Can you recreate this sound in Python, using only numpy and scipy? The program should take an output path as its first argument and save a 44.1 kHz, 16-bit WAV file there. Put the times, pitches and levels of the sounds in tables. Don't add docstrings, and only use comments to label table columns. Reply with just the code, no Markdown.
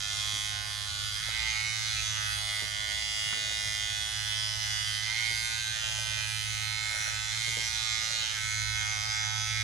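import sys
import numpy as np
from scipy import signal
from scipy.fft import rfft, irfft
from scipy.io import wavfile
from scipy.ndimage import uniform_filter1d

SR = 44100
rng = np.random.default_rng(int(sys.argv[2]) if len(sys.argv) > 2 else 0)


def output_pcm(signal):
    pcm = np.clip(np.atleast_2d(signal).T, -1, 1) * 32767
    wavfile.write(sys.argv[1], SR, np.round(pcm).astype(np.int16))


N = 424683
TIME_S, FREQ_HZ = np.arange(N) / SR, np.maximum(np.arange(N // 2 + 1) * SR / N, 1)
TOP_HZ, ROOM_WET_DB = 14000, -7
GRIP_DB, GRIP_RATE_HZ = 1.53, 8

# f/Hz, relative level/dB
RUMBLE_SPECTRUM = [(15, -44), (28, -19), (40, 1), (60, -6), (80, 3), (120, 1.5), (160, -12), (240, -29),
                   (4000, -17), (14000, -30)]
RUB_SPECTRUM = [(80, -18), (170, 2), (700, 4), (1100, -6), (3000, -5), (14000, -24)]
# t/s, length/s, level/dB, f/Hz
CHAFE_EVENTS = [(3.303, 0.37, -60.5, 610), (5.691, .52, -61, 616), (6.833, 0.31, -59.5, 610),
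                (7.978, 0.328, -59, 560.5)]
# t/s, level/dB, f/Hz, T60/s
BUMP_EVENTS = [(0.33, -53.5, 230, 0.36), (1.285, -45.5, 620, 0.085), (2.619, -46, 482.6, 0.14),
               (3.327, -34.5, 1557, 0.055), (3.328, -52, 400.8, 0.16), (5.304, -48, 338.6, 0.12),
               (7.473, -50, 369.9, .22), (7.569, -45.5, 382, 0.22)]
# t/s, f/Hz
SHAFT_HZ = [(0.0, 102.2), (0.21, 104.8), (0.59, 105.5), (1.07, 103.8), (1.18, 105), (1.31, 110.1),
            (1.39, 111.1), (1.55, 109.2), (1.82, 110.3), (1.98, 108.2), (2.79, 104.4), (3.0, 105.6),
            (3.99, 106.1), (4.4, 107.7), (4.91, 106.1), (5.02, 106.6), (5.18, 112.5), (5.25, 113.3),
            (5.34, 112), (5.52, 112.5), (5.66, 110.9), (6.49, 107.4), (6.68, 108.1), (6.97, 107.5),
            (7.3, 108.4), (7.45, 112.9), (7.51, 114), (7.64, 112.3), (7.89, 111.2), (8.1, 112.1),
            (8.39, 108.4), (8.72, 108.1), (8.96, 107), (9.63, 108.9)]
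LIFTS_S = [1.16, 5.02, 6.8]
# phase/turns, then relative level/dB into handle, head, neck, tick
CONTACTS = [(.29, 16.5, 14.5, 0.5, 0), (.575, 10, 25, 6.5, 2.5)]
# f/Hz, width/Hz, relative level/dB
BARREL_MODES = [(635, 36, 7.5), (754, 41, 5.5), (875, 39, 9), (973, 11.6, 15.5), (1024, 110, 4)]
CAP_MODES = [(1176, 200, -12), (1300, 24, 8.5)]
HANDLE_MODES = [(1462, 82, 0.09), (1749, 166, -1.1)]
SOCKET_MODES = [(2387, 72, -1.2), (2564, 94, -0.79)]
COLLAR_MODES = [(2870, 290, 0)]
NECK_MODES = [(3177, 80, -0.97), (3504, 120, -0.5)]
STEM_MODES = [(3740, 220, -1.5), (4050, 240, -1.5), (4380, 260, -1)]
RIM_MODES = [(4726, 100, -0.56), (4814, 190, -1), (5040, 86, -2)]
CASING_MODES = [(5320, 260, -1.5), (5943, 100, 0.53)]
TICK_MODES = [(6646, 96, 3), (7190, 690, -2), (7604, 580, -4.5)]
BRUSH_MODES = [(8240, 860, 1.5), (9620, 880, 2), (10900, 520, 2), (12500, 680, -14)]
# t/s, f/Hz
HEAD_HZ = [(0, 2060), (.6, 2050), (1.2, 2060), (1.7, 2140), (2.2, 2047), (5.0, 2020), (5.25, 2150),
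           (6.2, 2015), (6.8, 2160), (7.2, 2080), (7.5, 2147), (8.2, 2108), (8.5, 2138), (9.63, 2138)]
WHISTLE_HZ = [(3.0, 4800), (4.5, 4955), (4.9, 4780), (9.63, 4900)]
WHINE_HZ = [(0, 6000), (1.1, 6130), (1.45, 6200), (1.9, 6140), (2.25, 6200), (3.3, 6360), (4.1, 6000),
            (5.0, 5997), (5.3, 6265), (6.5, 6160), (7.6, 6208), (9.63, 6180)]
# t/s, level/dB
HUM_DB = [(0, -57), (.35, -47.5), (1.4, -51), (2.2, -43), (2.8, -52), (4.0, -51), (4.55, -46), (5.6, -49.5),
          (6.35, -44), (7.4, -48.5), (8.15, -55.5), (8.45, -43), (9.63, -44)]
BARREL_DB = [(0.0, -60.5), (0.4, -53.5), (0.88, -54.5), (1.04, -64), (1.42, -55), (1.63, -58.5), (2.5, -57),
             (3.15, -55.5), (4.85, -57), (5.5, -56.5), (6.45, -60), (6.81, -56), (8.26, -56.5),
             (8.53, -63.5), (8.9, -51.5), (9.63, -56.5)]
CAP_DB = [(0.0, -56), (0.94, -54.5), (2.3, -50), (2.38, -54.5), (3.2, -57.5), (5.12, -55), (5.35, -62),
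          (5.44, -56.5), (7.13, -50.5), (7.67, -59), (7.86, -48.5), (8.45, -53), (9.63, -45.5)]
HANDLE_DB = [(0, -48.5), (1.1, -49.5), (1.5, -49), (2.3, -46), (2.65, -51), (2.85, -48.5), (3.1, -51.5),
             (3.35, -48.5), (4.9, -46.5), (5.3, -47.5), (5.65, -44), (6.4, -46), (8.0, -45.5),
             (9.63, -43.5)]
HEAD_DB = [(0, -46.5), (.6, -45), (1.08, -52), (1.42, -34), (1.62, -35.5), (2.0, -47), (2.41, -42.5),
           (3.97, -40.5), (4.43, -45.5), (4.99, -42.5), (5.28, -34.5), (5.6, -45), (5.92, -51),
           (6.14, -44.5), (6.5, -44), (6.88, -38.5), (7.2, -43), (7.53, -36), (7.8, -42.5), (8.3, -41),
           (8.7, -38.5), (9.18, -38.5), (9.28, -41), (9.63, -41.5)]
SOCKET_DB = [(0.0, -49.5), (1.15, -53), (1.34, -44), (1.9, -51), (2.01, -42), (2.06, -51), (2.36, -46),
             (2.41, -53.5), (4.13, -49.5), (4.5, -54), (5.34, -47), (5.98, -48.5), (6.33, -42), (6.54, -48),
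             (6.68, -43.5), (6.81, -46.5), (9.63, -49.5)]
COLLAR_DB = [(0.0, -50.5), (1.29, -52), (1.34, -46), (2.79, -47), (3.32, -47), (3.86, -49.5), (4.8, -42),
             (5.42, -54), (5.85, -42.5), (7.32, -52.5), (8.13, -48), (8.23, -40.5), (8.6, -56),
             (9.63, -53.5)]
NECK_DB = [(0.0, -39.5), (0.45, -40.5), (0.67, -45), (0.72, -40), (1.37, -42), (1.71, -48.5), (1.9, -41.5),
           (2.25, -41.5), (2.57, -38.5), (2.63, -44), (2.76, -39.5), (3.3, -38), (5.3, -43.5), (5.39, -45),
           (5.85, -40.5), (6.25, -44), (8.5, -44.5), (9.63, -44)]
STEM_DB = [(0.0, -44), (0.24, -43.5), (1.2, -44.5), (1.66, -39), (2.33, -43.5), (4.93, -45), (5.15, -41),
           (5.85, -46), (6.84, -40.5), (7.03, -43), (7.9, -39.5), (9.63, -45.5)]
WHISTLE_DB = [(0, -49), (.4, -54), (2.7, -44), (3.2, -40), (3.4, -50), (4.1, -50), (4.42, -39), (4.95, -39),
              (5.2, -54), (5.39, -39), (5.55, -58), (8.6, -50), (9.0, -42), (9.3, -42), (9.55, -40)]
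CASING_DB = [(0.0, -44), (0.13, -42), (0.72, -47.5), (1.53, -45), (2.22, -48), (4.24, -43), (6.81, -49),
             (7.03, -40.5), (7.53, -46.5), (7.67, -39), (8.56, -45), (9.63, -45)]
WHINE_DB = [(0.0, -43), (1.39, -50), (1.5, -37.5), (1.61, -44), (2.06, -39), (2.71, -52.5), (3.86, -43.5),
            (5.1, -44.5), (6.54, -42), (6.92, -51), (7.0, -45), (7.43, -45), (7.72, -45), (9.63, -42)]
TICK_DB = [(0.0, -47.5), (1.15, -52.5), (1.48, -46.5), (2.82, -50), (3.81, -44), (4.35, -50), (6.46, -48.5),
           (8.1, -43.5), (8.29, -47.5), (9.63, -51)]


def undb(db):
    return 10 ** (np.asarray(db) / 20)


def unit(x):
    return x / np.std(np.atleast_2d(x).mean(0))


def hold_rms(x, window_samples=6000):
    return x / np.sqrt(uniform_filter1d(x.mean(0) ** 2, window_samples) + 1e-18)


def curve(table):
    return np.interp(TIME_S, *np.transpose(table))


def ramp(start_s, rise_s):
    return np.clip((TIME_S - start_s) / rise_s, 0, 1)


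def wander(rate_hz):
    size = int(SR / rate_hz)
    held = np.repeat(rng.standard_normal(N // size + 1), size)[:N]
    return unit(uniform_filter1d(uniform_filter1d(held, size), size))


def clicks(times_s, sizes, half_taps=8):
    at = times_s[:, None] * SR
    index = np.floor(at).astype(int) + np.arange(1 - half_taps, half_taps + 1)
    shape = np.sinc(index - at) * np.sinc((index - at) / half_taps)
    return np.bincount(np.clip(index, 0, N).ravel(), (sizes[:, None] * shape).ravel(), N + 1)[:N]


def colour(x, spectrum):
    hz, db = np.transpose(spectrum)
    return irfft(rfft(x) * undb(np.interp(np.log(FREQ_HZ), np.log(hz), db)), N)


def band_sos(low_hz, high_hz):
    return signal.butter(2, [low_hz, high_hz], "band", fs=SR, output="sos")


def resonate(x, modes):
    return sum((-1) ** k * undb(db) * signal.lfilter(*signal.iirpeak(hz, hz / width_hz, fs=SR), x)
               for k, (hz, width_hz, db) in enumerate(modes))


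def glide(x, hz, width_hz):
    spin = np.exp(2j * np.pi * np.cumsum(hz) / SR)
    pole = np.exp(-np.pi * width_hz / SR)
    return (spin * signal.lfilter([1 - pole], [1, -pole], x / spin)).real


def pan(left_db):
    return undb(np.array([[left_db], [0]]))


def bathroom(x, left_db, wet_db, t60_s=0.42, gap_s=0.003, sway_rad_per_s=0.74):
    t = TIME_S[:SR // 2]
    tails = rng.standard_normal((2, 2, len(t))) * np.exp(-np.log(1000) * t / t60_s) * (t > gap_s)
    tails /= np.sqrt(np.sum(tails ** 2, axis=2, keepdims=True))
    here, there = signal.fftconvolve(x[None, None], tails, axes=2)[:, :, :N]
    angle = sway_rad_per_s * (TIME_S + wander(1.478))
    return pan(left_db) * x + undb(wet_db) * (np.cos(angle) * here + np.sin(angle) * there)


def room_tone(rumble_db=-50, swell_db=1, mains_hz=60.7, mains_db=-56.5):
    noise = rng.standard_normal(N) + 4.4 * rng.standard_normal((2, N))
    rumble = undb(rumble_db) * unit(pan(left_db=1.5) * colour(noise, RUMBLE_SPECTRUM))
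    mains = unit(pan(left_db=-2) * np.sin(2 * np.pi * mains_hz * TIME_S + np.array([[0], [0.9]])))
    swell = undb(swell_db * wander(6))
    return swell * (rumble + undb(mains_db + 4.2 * wander(8.7)) * mains)


def bumps(rise_s=0.00078, thud_hz=130, thud_db=2):
    out = np.zeros((2, N))
    t = TIME_S[:SR // 2]
    for start_s, db, scuff_hz, t60_s in BUMP_EVENTS:
        noise = rng.standard_normal((2, len(t)))
        scuff, thud = (unit(signal.sosfilt(band_sos(0.71 * hz, 1.5 * hz), noise))
                       for hz in (scuff_hz, thud_hz))
        thud_gain = undb(thud_db) * min(1, 400 / scuff_hz)
        envelope = (1 - np.exp(-t / rise_s)) * np.exp(-np.log(1000) * t / t60_s)
        start = int(start_s * SR)
        out[:, start:start + len(t)] += undb(db) * (scuff + thud_gain * thud) * envelope
    return out


def rubbing(drag_db=-65.5, catch_db=2.2, press_db=9, press_s=2.967, rise_s=0.38, fall_s=0.61):
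    press = ramp(press_s, rise_s) - ramp(press_s + rise_s, fall_s)
    level_db = drag_db + press_db * press + catch_db * wander(25)
    return undb(level_db) * unit(colour(rng.standard_normal((2, N)), RUB_SPECTRUM))


def chafes(slips_per_s=300, width_hz=110, edge_s=0.05):
    out = 0
    for start_s, length_s, db, hz in CHAFE_EVENTS:
        times_s = np.cumsum(rng.exponential(1 / slips_per_s, N // 100))
        times_s = times_s[times_s < TIME_S[-1]]
        slips = clicks(times_s, rng.standard_normal(len(times_s)))
        centre_hz = np.full(N, hz)
        ring = glide(glide(slips, centre_hz, width_hz), centre_hz, 2 * width_hz)
        gate = ramp(start_s, edge_s) - ramp(start_s + length_s - edge_s, 2 * edge_s)
        out = out + undb(db) * unit(ring) * gate
    return bathroom(out, left_db=-4, wet_db=ROOM_WET_DB)


def brush_chatter(turns, gaps=6, creep_s=1.6e-5, jitter_s=4e-6):
    train = 0
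    for phase in np.arange(gaps) / gaps:
        times_s = np.interp(np.arange(int(turns[-1])) + phase, turns, TIME_S)
        error_s = creep_s * wander(1.51) + jitter_s * rng.standard_normal(N)
        train = train + clicks(times_s + np.interp(times_s, TIME_S, error_s), np.ones(len(times_s)))
    return train


def head_slack(shaft_hz, free_hz=116, free_slack=0.2, lift_slack=1.8,
               rise_s=0.063, hold_s=0.28, fall_s=0.12):
    unloaded = (1 + np.tanh((shaft_hz - free_hz) / 2)) / 2
    lifting = sum(ramp(s - rise_s / 2, rise_s) - ramp(s + hold_s, fall_s) for s in LIFTS_S)
    return 1 + free_slack * unloaded + lift_slack * lifting


def knocks(turns, slack, jitter_s=3e-6, creep_s=2e-5, scatter_db=0.73):
    trains = []
    for phase, *_ in CONTACTS:
        times_s = np.interp(np.arange(int(turns[-1])) + phase, turns, TIME_S)
        play, creep = (np.interp(times_s, TIME_S, x) for x in (slack, wander(7)))
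        late, size = rng.standard_normal((N // 100, 2))[:len(times_s)].T
        strikes_s = times_s + jitter_s * play * late + creep_s * creep
        trains.append(clicks(strikes_s, undb(scatter_db * size)))
    return np.array(trains)


def flex(x, modes, depth=0.022, rate_hz=2.2):
    stretch = 1 + depth * wander(rate_hz)
    return sum((-1) ** k * undb(db) * glide(x, hz * stretch, width_hz)
               for k, (hz, width_hz, db) in enumerate(modes))


def radiate(ring, level_db, band_hz, left_db, wet_db=ROOM_WET_DB):
    gain = undb(level_db + GRIP_DB * wander(GRIP_RATE_HZ))
    band = signal.sosfiltfilt(band_sos(*band_hz), ring)
    return gain * hold_rms(bathroom(band, left_db, wet_db))


def massager(wobble_hz=0.0721, rim_db=-46, clack_db=-8, chatter_db=-48, chin_db=-2.5):
    shaft_hz = curve(SHAFT_HZ) + wobble_hz * wander(14)
    hum_db = curve(HUM_DB) + GRIP_DB * wander(GRIP_RATE_HZ)
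    turns = np.cumsum(shaft_hz) / SR
    slack = head_slack(shaft_hz)
    contact_gains = undb(np.array(CONTACTS)[:, 1:]).T
    handle, head, neck, tick = (unit(x) for x in contact_gains @ knocks(turns, slack))
    brushes = unit(brush_chatter(turns))
    scrape = unit(1 + np.cos(2 * np.pi * (turns - CONTACTS[1][0]))) / 2

    def scraped(drive, hiss_db, play=slack):
        return unit(drive) + undb(hiss_db) * play * scrape * rng.standard_normal(N)

    buzz = radiate(resonate(scraped(handle, hiss_db=-17.5), BARREL_MODES),
                   curve(BARREL_DB), band_hz=(620, 1143), left_db=-26.5)
    buzz += radiate(resonate(scraped(handle, hiss_db=-19), CAP_MODES),
                    curve(CAP_DB), band_hz=(1070, 1530), left_db=-13.5)
    buzz += radiate(resonate(scraped(handle, hiss_db=-14), HANDLE_MODES),
                    curve(HANDLE_DB), band_hz=(1330, 1960), left_db=-43)
    buzz += radiate(glide(scraped(head, hiss_db=-21, play=1), curve(HEAD_HZ), width_hz=80),
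                    curve(HEAD_DB), band_hz=(1720, 2390), left_db=-8, wet_db=-13)
    buzz += radiate(resonate(scraped(head, hiss_db=-19), SOCKET_MODES),
                    curve(SOCKET_DB), band_hz=(2020, 2900), left_db=-25)
    buzz += radiate(resonate(scraped(neck, hiss_db=-18), COLLAR_MODES),
                    curve(COLLAR_DB), band_hz=(2753, 3310), left_db=-23)
    buzz += radiate(flex(scraped(neck, hiss_db=-18), NECK_MODES),
                    curve(NECK_DB), band_hz=(3015, 3970), left_db=-10.5)
    buzz += radiate(flex(scraped(neck, hiss_db=-13), STEM_MODES),
                    curve(STEM_DB), band_hz=(3390, 4490), left_db=-16.5)
    buzz += radiate(resonate(scraped(neck, hiss_db=-16), RIM_MODES),
                    rim_db, band_hz=(4640, 5230), left_db=-14)
    buzz += radiate(glide(scraped(head, hiss_db=-16), curve(WHISTLE_HZ), width_hz=110),
                    curve(WHISTLE_DB), band_hz=(4600, 5350), left_db=-7)
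    buzz += radiate(head, curve(NECK_DB) + clack_db, band_hz=(2800, 6800), left_db=1, wet_db=-10)
    buzz += radiate(resonate(scraped(tick, hiss_db=-11), CASING_MODES),
                    curve(CASING_DB), band_hz=(5370, 6300), left_db=-9.5)
    buzz += radiate(glide(scraped(tick, hiss_db=-11), curve(WHINE_HZ), width_hz=340),
                    curve(WHINE_DB), band_hz=(5130, 7000), left_db=-3.5)
    buzz += radiate(resonate(scraped(tick + undb(-5) * brushes, hiss_db=-11), TICK_MODES),
                    curve(TICK_DB), band_hz=(6400, 8600), left_db=0.5, wet_db=-3)
    on_chin = ramp(start_s=8.15, rise_s=0.3)
    buzz += radiate(resonate(scraped(brushes + undb(-3) * tick, hiss_db=-9), BRUSH_MODES),
                    chatter_db + chin_db * on_chin, band_hz=(7240, 13200), left_db=0, wet_db=-4.5)
    hum = unit(pan(left_db=-11) * np.sin(2 * np.pi * turns + np.array([[0], [1.1]])))
    return buzz + undb(hum_db) * hum


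def scene():
    return massager() + rubbing() + chafes() + bumps() + room_tone()


def record(dry):
    return signal.sosfilt(signal.ellip(8, 0.2, 70, TOP_HZ, fs=SR, output="sos"), dry)


dry = scene()
out = record(dry)
output_pcm(out)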